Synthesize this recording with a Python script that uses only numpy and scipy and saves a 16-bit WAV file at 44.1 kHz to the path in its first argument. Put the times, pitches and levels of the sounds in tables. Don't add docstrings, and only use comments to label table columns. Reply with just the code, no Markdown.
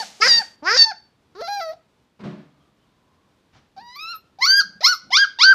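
import sys
import numpy as np
from scipy import signal
from scipy.fft import rfft, irfft, next_fast_len
from scipy.io import wavfile
from scipy.ndimage import uniform_filter1d

SR = 44100
rng = np.random.default_rng(int(sys.argv[2]) if len(sys.argv) > 2 else 0)


def persist_wave(psi):
    counts = np.round(np.clip(psi, -1, 1) * 32767).astype(np.int16)
    wavfile.write(sys.argv[1], SR, np.atleast_2d(counts).T)


N = 244314
TIME = np.arange(N) / SR
CONTROL_STEP_S = .001


def amp(db):
    return 10 ** (np.asarray(db) / 20)


def unit(x):
    return x / np.sqrt(np.mean(abs(x) ** 2) + 1e-20)


def ramp(t, start, length):
    return np.clip((t - start) / length, 0, 1)


def blend(share, a, b):
    return a + share * (b - a)


def curve_at(points, hz):
    f, value = np.transpose(points)
    return np.interp(np.log(hz + 1), np.log(f + 1), value)


def add(mix, s, sound):
    part = mix[max(round(s * SR), 0):][:len(sound)]
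    part += sound[:len(part)]


def noise(spectrum):
    colour = amp(curve_at(spectrum, np.fft.rfftfreq(N, 1 / SR)))
    return unit(irfft(rfft(rng.standard_normal(N)) * colour, N))


def flutter(size, width_hz):
    hz = np.fft.fftfreq(next_fast_len(size), 1 / SR)
    white = rng.standard_normal(len(hz)) + 1j * rng.standard_normal(len(hz))
    return unit(np.fft.ifft(white / (1 + (hz / width_hz) ** 2))[:size])


def envelope(s, db):
    return amp(np.interp(TIME, s, db, left=-120, right=-120))


def resonance(hz, centre_hz, half_width_hz):
    return 1 / (1 + ((hz - centre_hz) / half_width_hz) ** 2)


def air(level_db=-63.5):
    # frequency in Hz, relative level in dB.
    spectrum = [(18, -65), (30, -21), (75, -9), (195, -10), (234, -10), (716, -19), (1000, -19.5),
                (1920, -26), (3070, -27.5), (3500, -27), (15000, -48)]
    drift_db = 1.2 * flutter(N, 3).real
    return noise(spectrum) * amp(level_db + drift_db)


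def bird():
    # start in seconds, pitch in Hz, level in dB.
    chirps = [(2.58, 3205, -70.5), (2.76, 3070, -72)]
    out, t = np.zeros(N), TIME[:round(.11 * SR)]
    for s, hz, db in chirps:
        tone = flutter(len(t), 59.3) * np.exp(2j * np.pi * hz * t)
        add(out, s, amp(db) * np.hanning(len(t)) * tone.real)
    return out


def far_animal():
    # time in seconds, pitch in Hz, level in dB.
    cry = [(2.5, 1242, -77), (2.62, 1196, -67), (2.799, 1160, -78), (2.95, 989.2, -73),
           (3.099, 1026, -66.5), (3.25, 1096, -70), (3.42, 1065, -82)]
    s, hz, db = np.transpose(cry)
    tone = flutter(N, 70) * np.exp(2j * np.pi * np.cumsum(np.interp(TIME, s, hz)) / SR)
    return tone.real * envelope(s, db)


def yard(x):
    # frequency in Hz, seconds to fall by 60 dB.
    decay_times = [(200, 0.22), (1500, 0.4), (4500, 0.33), (8000, .28), (14000, 0.17)]
    # frequency in Hz, relative level in dB.
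    colour = [(150, -21), (700, -7.5), (1600, -8), (4500, -7), (7000, -3.5), (14000, -6.5)]
    hz, t, bands = signal.stft(rng.standard_normal(32768), SR, nperseg=256)
    band_db = curve_at(colour, hz)[:, None] - 60 * t / curve_at(decay_times, hz)[:, None]
    tail = signal.istft(bands * amp(band_db) * (1 - np.exp(-t / .0054)), SR, nperseg=256)[1]
    return signal.fftconvolve(x, tail / np.linalg.norm(tail))[:N]


def with_walls(x, echo_db=-11, rise_s=.004, t60_s=.11):
    t = TIME[:round(.15 * SR)]
    scatter = rng.standard_normal(len(t)) * (1 - np.exp(-t / rise_s)) * amp(-60 * t / t60_s)
    return x + amp(echo_db) * signal.fftconvolve(x, scatter / np.linalg.norm(scatter))[:N]


def wooden_bump():
    # start in seconds, thud in dB, rattle in dB, seconds for the rattle to fall by 60 dB.
    blows = [(2.191, -42, -47.5, 0.3), (2.202, -29, -44, 0.23), (2.235, -25, -38, 0.45),
             (2.256, -19, -47, 0.22), (2.293, -45, -46.5, 0.38), (2.329, -28, -60, 0.38),
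             (2.377, -33, -54, 0.52)]
    # nominal frequency in Hz, relative level in dB, seconds to fall by 60 dB.
    modes = [(157, -3.5, 0.65), (192, 1, 0.39), (219.8, 5.5, 0.28), (287, -6.5, 0.56), (367, -2, 0.31),
             (417, -31, 0.21), (669, -17, 0.52)]
    # frequency in Hz, relative level in dB.
    rattle_spectrum = [(210, -38.5), (350, -11.5), (681, -14), (755, -17.5), (929, -16), (4450, -33),
                       (12000, -65), (15600, -94), (22000, -120)]
    out, t = np.zeros(N), TIME[:SR]
    for s, thud_db, rattle_db, rattle_t60 in blows:
        panel = sum(amp(db - 60 * t / t60) * np.sin(2 * np.pi * hz * t * rng.uniform(.89, 1.02))
                    for hz, db, t60 in modes)
        thud = amp(thud_db) * panel / abs(panel).max()
        rattle = amp(rattle_db - 60 * t / rattle_t60) * noise(rattle_spectrum)[:SR]
        add(out, s, (thud + rattle) * (1 - np.exp(-t / .0034)))
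    return out + amp(-7.5) * yard(out)


def paw_scuff():
    # frequency in Hz, relative level in dB.
    spectrum = [(41, -30), (70, 3), (535, -26), (762, -14.5), (2490, -20), (5590, -25.5), (10000, -54.5),
                (13000, -79.5), (22000, -120)]
    # time in seconds, level in dB.
    levels = [(3.515, -84.5), (3.535, -58), (3.57, -52), (3.61, -60.5), (3.70, -73)]
    return noise(spectrum) * envelope(*np.transpose(levels))


def body_shifts():
    # start in seconds, length in seconds, level in dB.
    rubs = [(0.198, 0.25, -52), (0.68, 0.18, -56), (3.74, 0.16, -57.5), (4.531, 0.31, -55),
            (5.025, 0.1, -51)]
    # frequency in Hz, relative level in dB.
    spectrum = [(60, -26.5), (130, -11), (190, 3.5), (280, -10), (500, -18), (2000, -41), (8000, -72)]
    level = sum(amp(db) * np.sin(np.pi * ramp(TIME, s, length)) for s, length, db in rubs)
    return level * noise(spectrum)


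def bark_hiss():
    # frequency in Hz, relative level in dB.
    spectrum = [(120, -33), (200, 0), (370, -17), (451, -7), (560, -2.5), (880, -2.5), (998, -12),
                (1220, -7.5), (1510, -8.5), (4550, -4), (6530, -5.5), (15000, -31.5)]
    # time in seconds, level in dB.
    levels = [(0, -35), (.06, -41), (.13, -49.5), (0.198, -51.5), (.24, -30.5), (.33, -33), (.41, -41.5),
              (0.498, -55), (0.561, -65)]
    return noise(spectrum) * envelope(*np.transpose(levels))


def squeaks(fall_hz_per_s=14000):
    # midpoint in seconds, frequency there in Hz, level in dB.
    whistles = [(3.971, 13400, -53), (4.163, 12950, -44.5), (4.46, 14900, -36.5), (4.579, 11300, -35),
                (4.95, 12900, -47), (5.2, 13400, -54)]
    out, t = np.zeros(N), np.arange(-.022, .022, 1 / SR)
    for s, hz, db in whistles:
        tone = flutter(len(t), 120) * np.exp(2j * np.pi * np.cumsum(hz - fall_hz_per_s * t) / SR)
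        add(out, s + t[0], amp(db) * np.hanning(len(t)) * unit(tone.real))
    return out


def wavering(controls, speed_hz=22.2, pitch_share=.004, depth_db=2.73):
    t, pitch, rough, base_db, mouth_hz, mouth_db, throat_hz, throat_db = controls
    at = ((t - t[0]) * SR).astype(int)
    folds, mouth, throat = (flutter(at[-1] + 1, speed_hz).real[at] for _ in range(3))
    return (t, pitch * (1 + pitch_share * folds), rough, base_db,
            mouth_hz, mouth_db + depth_db * mouth, throat_hz, throat_db + depth_db * throat)


def voice(controls, upper_hz, upper_db, sheen_db):
    # frequency in Hz, relative level in dB.
    sheen_spectrum = [(6500, -42), (8000, -13), (9400, -9), (10300, -9), (11200, -6), (12000, -10),
                      (13500, -4), (15400, -16)]
    s, *curves = wavering(controls)
    t = np.arange(s[0], s[-1] + .0055, 1 / SR)
    pitch, rough, base_db, mouth_hz, mouth_db, throat_hz, throat_db = (np.interp(t, s, c) for c in curves)
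    jitter = (.0035 + .07 * rough ** 2) * flutter(len(t), 90).real
    phase = 2 * np.pi * np.cumsum(pitch * (1 + jitter)) / SR
    effort_db = (throat_db + np.maximum(base_db, mouth_db)) / 2
    jaw_open = np.clip((mouth_hz - 900) / 1200, 0, 1)
    out = np.zeros(len(t))
    for k in range(1, 37):
        hz = k * pitch
        mouth = amp(mouth_db) * resonance(hz, mouth_hz, 380)
        pharynx = amp(mouth_db + 2.5) * resonance(hz, 1330, 54) * jaw_open
        throat = amp(throat_db) * resonance(hz, throat_hz, 330 * (1 + 2 * rough))
        upper = amp(throat_db + upper_db) * resonance(hz, upper_hz, 450)
        tract = np.sqrt(mouth ** 2 + pharynx ** 2 + throat ** 2 + upper ** 2)
        tract /= np.sqrt(1 + (hz / 7100) ** 36)
        flicker_db = 9 * flutter(len(t), 24).real
        sheen = amp(effort_db + sheen_db + curve_at(sheen_spectrum, hz) + flicker_db)
        sheen *= (pitch / 1200) ** .9
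        gain = amp(base_db) if k == 1 else np.hypot(tract, sheen) * (hz < SR / 2)
        smear = np.clip((rough + .01) * (hz / 3800) ** .8 + (hz / 22000) ** 2, 0, .9)
        wobble = np.sqrt(1 - smear ** 2) + smear * flutter(len(t), 330)
        out += gain * (wobble * np.exp(1j * (k * phase + rng.uniform(0, 2 * np.pi)))).real
    onset = np.clip(phase / (2 * np.pi * 1.6), 0, 1)
    return s[0], out * onset * np.clip((t[-1] - t) / .008, 0, 1)


def whine(contour):
    s, *columns = np.transpose(contour)
    t = np.arange(s[0], s[-1], CONTROL_STEP_S)
    pitch, base_db, mouth_db = (np.interp(t, s, c) for c in columns)
    octaves = np.log2(pitch / 855)
    glide = uniform_filter1d(abs(np.gradient(octaves, t)), size=15)
    ends = np.exp(-np.minimum(t - s[0], s[-1] - t) / .013)
    rough = np.clip(.024 + .023 * glide + ends, 0, 1)
    mouth_hz = 420 + 1.775 * pitch
    throat_hz, throat_db = np.full(len(t), 4385), mouth_db + 9.5 * octaves
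    return t, pitch, rough, base_db, mouth_hz, mouth_db, throat_hz, throat_db


def yip(start, lead, climb, hold, release, first_hz, break_hz, top_hz, drift,
        lead_db, held_base_db, held_mouth_db, held_throat_db, climb_throat_hz):
    open_pitch_hz, swell_db_per_s = 976, 86
    opening_s, break_s, leap_s = .023, .019, .01133
    leap = start + lead + climb
    stop = leap + hold
    t = np.arange(start, stop + release, CONTROL_STEP_S)
    opened = ramp(t, start + lead - opening_s / 2, opening_s)
    clear = ramp(t, leap - break_s / 2, break_s)
    high = 1 - np.exp(-np.maximum(t - leap, 0) / leap_s)
    fall, to_go = ramp(t, stop, release), np.maximum(stop - t, 0)

    low_hz = blend(ramp(t, start, lead) ** 2, first_hz, open_pitch_hz)
    low_hz += (break_hz - open_pitch_hz) * ramp(t, start + lead, climb)
    pitch = blend(high, low_hz, top_hz - drift * to_go) * (1 - .25 * fall ** 1.354)
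    crack = .14 * np.exp(-((t - leap) / .0053) ** 2)
    rough = blend(high, blend(opened, .41, .021), .011) + crack + .25 * fall

    soft_db, fade_db = lead_db * (1 - opened), -24.5 * fall ** 1.85
    base_db = blend(clear, -22.5, held_base_db - swell_db_per_s * to_go) + .35 * soft_db + fade_db
    mouth_db = blend(clear, -15, held_mouth_db - swell_db_per_s * to_go) + soft_db + fade_db
    high_throat_db = blend(ramp(t, leap, hold), -7.5, held_throat_db)
    throat_db = blend(high, -11, high_throat_db) + soft_db + fade_db
    mouth_hz, throat_hz = blend(high, 2056, 3320), blend(high, climb_throat_hz, 4590)
    return t, pitch, rough, base_db, mouth_hz, mouth_db, throat_hz, throat_db


def bark(start, attack, growl, ringing, closing, first_hz, ring_hz, open_hz, accent_db, ring_db, lag):
    growl_top_hz, sag_hz_per_s, break_s = 545.5, 170, .011
    leap = start + growl
    shut = leap + ringing
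    end = shut + closing
    t = np.arange(max(start, 0), end, CONTROL_STEP_S)
    opened, rise = ramp(t, start, attack), ramp(t, start + attack, growl - attack)
    clear, closed = ramp(t, leap - break_s / 2, break_s), ramp(t, shut, .02)
    since_leap, droop = np.maximum(t - leap, 0), np.exp((t - end) / .011)

    def stages(growling, held, shutting):
        return blend(closed, blend(clear, growling, held), shutting)

    overshoot = 1 + .079 * np.exp(-since_leap / .012)
    note_hz = (ring_hz - sag_hz_per_s * since_leap) * overshoot * (1 - .24 * droop)
    pitch = blend(clear, blend(ramp(t, start, growl), first_hz, growl_top_hz), note_hz)
    growl_rough = blend(np.maximum(rise ** 2, 1 - opened ** 2), .076, .5)
    note_rough = .012 + .5 * np.exp(-since_leap / .011)
    rough = np.where(t < leap, growl_rough, note_rough) + .3 * droop

    accent = accent_db * np.exp(-((t - start - attack) / .011) ** 2)
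    base_db = stages(-22.5, -41.5, -26) - 12.5 * (1 - rise) - 4 * droop
    mouth_db = stages(-18.5, -23.5, -31.5) - 19.5 * (1 - opened ** 2) + accent
    throat_db = stages(-18, ring_db, -25) - 72.5 * np.exp((start - t) / lag) - 30 * droop
    growl_mouth_hz = blend(opened ** 2, 620, blend(np.sqrt(rise), open_hz, 1700))
    mouth_hz = stages(growl_mouth_hz, 1979.4, 1600)
    throat_hz = blend(ramp(t, leap, .02), 5010, 4640)
    return t, pitch, rough, base_db, mouth_hz, mouth_db, throat_hz, throat_db


def puppy_calls():
    # start, attack, growl, ringing and closing in seconds; first pitch, ringing pitch and
    # open-mouth resonance in Hz; accent and ringing throat level in dB; throat lag in seconds.
    barks = [(-0.2, .02, 0.078, .106, .05, 385, 945, 2000, 0, -12.5, .006),
             (0.2, .022, .08, .104, 0.041, 386.9, 948, 2266, 6.5, -10, .006),
             (0.622, .052, .15, .072, .079, 275, 913, 1600, 0.5, -8.5, .029)]
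    # time in seconds, pitch in Hz, fundamental in dB, mouth resonance in dB.
    stepping_whine = [(1.349, 333.5, -44, -51), (1.406, 456.4, -31, -38), (1.425, 684.4, -24.5, -35.5),
                      (1.472, 675.5, -37, -34), (1.485, 808, -24.5, -33.5), (1.53, 817.5, -21, -32),
                      (1.597, 794.5, -27, -34.5), (1.613, 672.4, -27, -33), (1.705, 626.7, -26, -40),
                      (1.74, 726, -40, -59)]
    rising_whine = [(3.763, 804, -47, -61), (3.78, 743, -35.5, -48), (3.822, 953, -45.5, -51.5),
                    (3.88, 965, -44, -45.5), (3.953, 1020, -48, -42), (3.968, 1170, -36.5, -42.5),
                    (3.986, 1167, -40, -39), (4.005, 1248, -41, -36), (4.125, 1409, -32, -36),
                    (4.148, 1284, -33.5, -47), (4.172, 1274, -48, -62)]
    # start, lead-in, climb, hold and release in seconds; first, break and last held pitch
    # in Hz; drift in Hz/s; lead-in overtones in dB; fundamental, mouth and throat as the hold ends
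    # in dB; climbing throat and upper resonance in Hz; upper resonance re throat and sheen in dB.
    yips = [(4.386, .028, 0.041, 0.14, 0.027, 758, 1156, 1634, 928.5, -39.5, -9.5, -28, -11, 4460, 5570, -8, -34),
            (4.806, 0.03, .025, 0.055, 0.039, 582, 1104, 1486, -9, -27, -14.5, -30, -19, 4170, 5140, 0.5, -30),
            (5.104, 0.019, .044, .067, .022, 715, 1243, 1634, -1, -29.5, -8.5, -21, -20, 3450, 5130, 0, -38),
            (5.387, 0.014, 0.03, .093, .015, 919, 1310, 1571, 308, -19.5, -3, -25, -23.5, 3510, 4840, 0.5, -49.5)]
    out = np.zeros(N)
    for row in barks:
        add(out, *voice(bark(*row), upper_hz=5950, upper_db=-19.5, sheen_db=-36))
    add(out, *voice(whine(stepping_whine), upper_hz=5570, upper_db=-9.5, sheen_db=-28.5))
    add(out, *voice(whine(rising_whine), upper_hz=5220, upper_db=-12.5, sheen_db=-32))
    for *shape, upper_hz, upper_db, sheen_db in yips:
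        add(out, *voice(yip(*shape), upper_hz, upper_db, sheen_db))
    return out


def scene():
    calls = puppy_calls()
    puppy = with_walls(calls + squeaks()) + amp(-18) * yard(calls) + bark_hiss()
    paws = paw_scuff() + body_shifts()
    return (puppy + paws + wooden_bump() + far_animal() + bird() + air())[None]


def record(dry):
    edge_hz = 15150
    lowpass = signal.firwin(511, edge_hz, window=("kaiser", 9), fs=SR)
    return signal.oaconvolve(dry, lowpass[None], "same")


dry = scene()
out = record(dry)
persist_wave(out)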